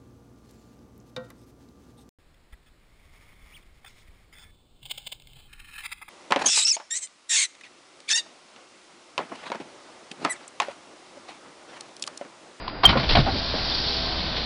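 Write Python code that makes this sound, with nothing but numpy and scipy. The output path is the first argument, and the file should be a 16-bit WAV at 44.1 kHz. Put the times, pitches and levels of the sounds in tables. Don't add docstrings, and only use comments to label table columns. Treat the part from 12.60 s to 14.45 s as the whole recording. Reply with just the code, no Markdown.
import sys
import numpy as np
from scipy import signal
from scipy.fft import rfft, irfft
from scipy.io import wavfile
from scipy.ndimage import uniform_filter1d

SR = 44100
rng = np.random.default_rng(int(sys.argv[2]) if len(sys.argv) > 2 else 0)


def output_pcm(signal):
    pcm = np.clip(np.atleast_2d(signal).T, -1, 1) * 32767
    wavfile.write(sys.argv[1], SR, np.round(pcm).astype(np.int16))


N = 81585

# (frequency [Hz], relative level [dB])
OUTSIDE_SPECTRUM = [(20, -1.5), (60, -1.5), (170, -11.5), (300, -6), (420, -11.5), (650, -9), (1050, -12),
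                    (1500, -14.5), (3000, -23), (4500, -22), (5200, -24.5), (6000, -36)]
# (frequency [Hz], level [dB], t60 [s])
SWITCH_MODES = [(1043, -19.5, 0.05), (1110, -22, 0.029), (810, -28, 0.042)]
# (time [s], speed [turns/s])
MOTOR_SPEED = [(.24, 55), (.36, 90), (.5, 76), (.68, 81.8), (.8, 83.8), (.9, 85.3), (1.02, 83.2), (1.2, 82),
               (1.4, 81.9), (1.54, 81.2), (1.7, 79.8), (1.85, 77.8)]
# (order [cycles/turn], relative level [dB])
HUM_ORDERS = [(1, -10), (2, -11.5), (3, 0), (4, 0), (5, -2.5), (6, -3.5), (7, -3.5), (8, -1), (9, -1.5),
              (10, -1), (11, -12), (12, -4), (13, -5.5), (14, -16)]
# (frequency [Hz], relative level [dB])
GEAR_SPECTRUM = [(600, -16), (1000, -14.5), (1500, 1), (2400, -2), (3500, 2.5), (4600, -10), (6000, 10)]
# (frequency [Hz], relative level [dB])
WHIRR_SPECTRUM = [(60, -14), (110, 4.5), (250, -0.5), (370, -13.5), (600, -5), (800, -4.5), (1200, -7.5),
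                  (2000, -8), (3000, -11.5), (4000, -28)]
# (time [s], gain [dB])
WHIRR_LOAD = [(.3, 3), (.8, -2), (1.0, 1), (1.2, -1), (1.36, -2.5), (1.53, -0.5), (1.6, -0.5), (1.68, 0),
              (1.77, 1), (1.85, -3)]
# (frequency [Hz], width [Hz], level [dB])
CABIN_MODES = [(24.3, 8, -41), (57.7, 9.2, -37.5)]
# (time [s], level [dB], centre [Hz])
HISS_PATH = [(.3, -53, 4211), (.4, -34, 4204), (.66, -34.5, 4109), (.8, -28, 4320), (.92, -30, 4286),
             (1.05, -27.5, 4362), (1.3, -26, 4415), (1.45, -28.5, 4258), (1.56, -30.5, 4128),
             (1.72, -32, 3968), (1.77, -31.5, 3897), (1.85, -31.5, 3820)]
# (frequency [x centre], width [x mean centre], relative level [dB])
HISS_BANDS = [(.71, 0.19, -16), (0.871, 0.23, -4), (1.04, 0.18, 0), (1.19, 0.17, -5)]
# (time [s], hold [s], body level [dB], panel level [dB], rattle level [dB], panel pitch [Hz])
KNOCKS = [(0.2329, .018, -30, -15.5, -20.5, 1050), (.272, 0.015, -31.5, -31.5, -27, 1100),
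          (0.288, 0.016, -27.5, -23, -21, 1100), (0.323, 0.014, -29, -23.5, -38, 1100),
          (.354, 0.0056, -24, -17.5, -47.5, 460), (0.369, 0.0057, -23.5, -23, -25, 1200),
          (0.395, .014, -37.5, -36, -30, 800), (0.429, .014, -30.5, -35, -29, 800),
          (0.55, 0.0054, -25.5, -16, -16, 780), (0.568, 0.006, -22.5, -15.5, -29, 730),
          (0.586, 0.0053, -22, -29.5, -32.5, 620), (0.663, 0.029, -28, -24, -51, 771.6),
          (0.735, 0.032, -30.5, -43, -44, 300), (0.937, 0.012, -28.5, -26, -52, 569.5)]
# (frequency [Hz], width [Hz], relative level [dB])
DOOR_MODES = [(681, 30, -5), (771, 30, 0.5), (1035, 40, -3), (1139, 40, -4), (1426, 80, -6.5)]
# (frequency [Hz], relative level [dB])
BODY_SPECTRUM = [(60, -5), (130, 3.5), (280, 4), (450, -5.5), (600, -1.5), (1000, -20.5)]
PANEL_SPECTRUM = [(250, -14.5), (550, 2.5), (780, 1), (1100, -12), (1450, 4), (2000, -12), (3000, -29)]
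RATTLE_SPECTRUM = [(700, -34), (1400, -6), (2100, 1.5), (2700, -1), (3600, 0), (4300, 2.5), (5200, -5),
                   (6000, -15.5)]
# (time [s], frequency [Hz], level [dB], t60 [s])
THUMPS = [(.235, 159, -28.5, .15), (0.259, 43, -16, 0.24), (0.281, 87.7, -16, .2), (0.366, 131, -22, 0.33),
          (.468, 58.4, -18.5, 0.31), (.505, 27.3, -15, 0.6), (0.528, 116.7, -19.5, 0.22),
          (0.566, 79.2, -16, 0.31), (0.59, 137, -7.5, 0.12), (0.624, 87.4, -18, .25),
          (0.722, 79.4, -19.5, 0.19), (1.267, 54.5, -25, .12), (1.596, 179, -30, .15)]
# (time [s], length [s], pitch [Hz], level [dB])
SQUEAKS = [(0.251, 0.02, 3192, -1.5), (0.271, 0.056, 3163, -22), (1.114, 0.024, 3590, -25.5)]
# (time [s], length [s], level [dB])
SCRAPES = [(0.489, 0.028, -18.5), (0.512, 0.036, -21.5), (0.571, 0.049, -26), (1.76, .03, -28)]
# (frequency [Hz], relative level [dB])
SCRAPE_SPECTRUM = [(500, 2.5), (1500, 1), (2600, 2), (3600, 7), (4400, 8), (5200, 5.5), (6000, -3.5)]


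def undb(db):
    return 10 ** (np.asarray(db) / 20)


def unit(x):
    return x / np.sqrt(np.mean(x ** 2))


def curve(rows, t, column=1):
    rows = np.array(rows)
    return np.interp(t, rows[:, 0], rows[:, column])


def colour(x, spectrum):
    hz, db = np.array(spectrum).T
    f = np.maximum(np.fft.rfftfreq(N, 1 / SR), 1)
    gain_db = np.interp(np.log(f), np.log(hz), db) - 20 * np.maximum(np.log(f / hz[-1]), 0)
    return unit(irfft(rfft(x) * undb(gain_db), N))


def resonance(hz, width):
    f = np.fft.fftfreq(N, 1 / SR)
    white = rng.standard_normal(N) + 1j * rng.standard_normal(N)
    envelope = np.fft.ifft(np.fft.fft(white) / (1 + (f / width * 1.26) ** 2))
    carrier = np.exp(2j * np.pi * np.cumsum(hz * np.ones(N)) / SR)
    return unit((envelope * carrier).real)


def wander(rate_hz):
    f = np.fft.rfftfreq(N, 1 / SR)
    return unit(irfft(rfft(rng.standard_normal(N)) * np.exp(-(f / rate_hz) ** 2) * (f > 0), N))


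def grit(spectrum, rough_db):
    return colour(rng.standard_normal(N) * undb(rough_db * wander(450)), spectrum)


def steady(x, window=900):
    local_rms = np.sqrt(uniform_filter1d(x ** 2, size=window) + 1e-9)
    return unit(np.tanh(x / local_rms))


def decay(age, t60):
    return np.exp(-np.log(1000) * np.maximum(age, 0) / t60)


def ring(t, start, hz, db, t60, attack_s=.003):
    age = np.maximum(t - start, 0)
    return undb(db) * np.sin(2 * np.pi * hz * age) * np.minimum(age / attack_s, 1) * decay(age, t60)


def running(t, on_s=.22, rise_s=.041):
    return np.clip((t - on_s) / rise_s, 0, 1)


def cabin_ambience(t, outside_db=-36, whine_db=-48, whine_hz=4829):
    outside = colour(rng.standard_normal(N), OUTSIDE_SPECTRUM)
    whine = np.sqrt(2) * np.sin(2 * np.pi * whine_hz * t)
    return undb(outside_db) * outside + undb(whine_db) * whine


def switch_click(t, start=.078, snap_s=.0023, tick_db=-26):
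    envelope = sum((t > at) * decay(t - at, t60=.074) for at in (start, start + snap_s)) / 2
    ticks = undb(tick_db) * envelope * grit(RATTLE_SPECTRUM, rough_db=7)
    return ticks + sum(ring(t, start, *mode) for mode in SWITCH_MODES)


def motor_hum(speed, turns, skin_hz=674, skin_width_hz=26, skin_db=5.5):
    hum = np.zeros(N)
    for order, db in HUM_ORDERS:
        lift_db = skin_db / (1 + (2 * (order * speed - skin_hz) / skin_width_hz) ** 2)
        level = undb(db + lift_db + 2.5 * wander(3))
        hum += level * np.sin(2 * np.pi * (order * turns + rng.random()))
    return unit(hum)


def window_motor(t, hum_db=-38.5, gear_db=-34.5, whirr_db=-36.5):
    speed = curve(MOTOR_SPEED, t)
    turns = np.cumsum(speed * (1 + .002 * wander(14))) / SR
    hum = undb(hum_db) * motor_hum(speed, turns)
    teeth = rng.standard_normal(256)
    clatter = np.interp(turns % 1, np.linspace(0, 1, len(teeth)), teeth)
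    gears = undb(gear_db) * colour(clatter, GEAR_SPECTRUM)
    brushes = rng.standard_normal(N) * (1 + .5 * np.sin(2 * np.pi * turns))
    whirr = undb(whirr_db + curve(WHIRR_LOAD, t)) * colour(brushes, WHIRR_SPECTRUM)
    boom = sum(undb(db) * steady(resonance(hz, width), window=12000) for hz, width, db in CABIN_MODES)
    return running(t) * (hum + gears + whirr + boom)


def glass_hiss(t):
    centre = curve(HISS_PATH, t, column=2)
    hiss = sum(undb(db) * resonance(ratio * centre, width * centre.mean())
               for ratio, width, db in HISS_BANDS)
    flutter_db = .78 * wander(30) + wander(350)
    return running(t) * unit(hiss) * undb(curve(HISS_PATH, t) + flutter_db)


def door_knocks(t, attack_s=.0035, ring_db=2.5, focus_db=3):
    modes = unit(sum(undb(db) * resonance(hz, width) for hz, width, db in DOOR_MODES))
    panel = unit(grit(PANEL_SPECTRUM, rough_db=1) + undb(ring_db) * modes)
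    body = steady(colour(rng.standard_normal(N), BODY_SPECTRUM))
    rattle = steady(grit(RATTLE_SPECTRUM, rough_db=2.5))
    out = np.zeros(N)
    for start, hold, body_db, panel_db, rattle_db, hz in KNOCKS:
        age = t - start
        attack = np.clip(age / attack_s, 0, 1)
        struck_panel = steady(panel + undb(focus_db) * resonance(hz, width=.3 * hz))
        out += undb(body_db) * body * attack * decay(age - hold, t60=.13)
        out += undb(panel_db) * struck_panel * attack * decay(age - hold, t60=.088)
        out += undb(rattle_db) * rattle * attack * decay(age - hold, t60=.098)
    return out


def door_thumps(t):
    return sum(ring(t, *thump) for thump in THUMPS)


def squeaks(t, attack_s=.003, release_s=.0063, sag_hz_per_s=3400, fade_db_per_s=139.5):
    out = np.zeros(N)
    for start, length, hz, db in SQUEAKS:
        age = np.clip(t - start, 0, length)
        envelope = np.clip(np.minimum(age / attack_s, (length - age) / release_s), 0, 1)
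        pitch = hz - sag_hz_per_s * age + 12 * wander(590)
        out += undb(db - fade_db_per_s * age) * envelope * np.sin(2 * np.pi * np.cumsum(pitch) / SR)
    return out


def seal_scrapes(t):
    swells = np.zeros(N)
    for start, length, db in SCRAPES:
        progress = np.clip((t - start) / length, 0, 1)
        swells += undb(db) * np.sqrt(np.abs(np.sin(np.pi * progress)))
    return swells * grit(SCRAPE_SPECTRUM, rough_db=2)


def scene():
    t = np.arange(N) / SR
    mix = cabin_ambience(t) + switch_click(t) + window_motor(t) + glass_hiss(t)
    mix += door_knocks(t) + door_thumps(t) + squeaks(t) + seal_scrapes(t)
    return mix[None]


def record(dry, edge_hz=5043, stop_hz=6360, overload=.7, top_hz=15800):
    f = np.fft.rfftfreq(N, 1 / SR)
    roll_off = 1 / np.sqrt(1 + (f / edge_hz) ** 13)
    treble_cut = np.clip((stop_hz - f) / 900, 0, 1) ** 1.5
    dulled = irfft(rfft(dry) * roll_off * treble_cut, N)
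    clipped = np.clip(dulled, -overload, overload)
    return signal.sosfilt(signal.ellip(10, .2, 80, top_hz, fs=SR, output="sos"), clipped)


dry = scene()
out = record(dry)
output_pcm(out)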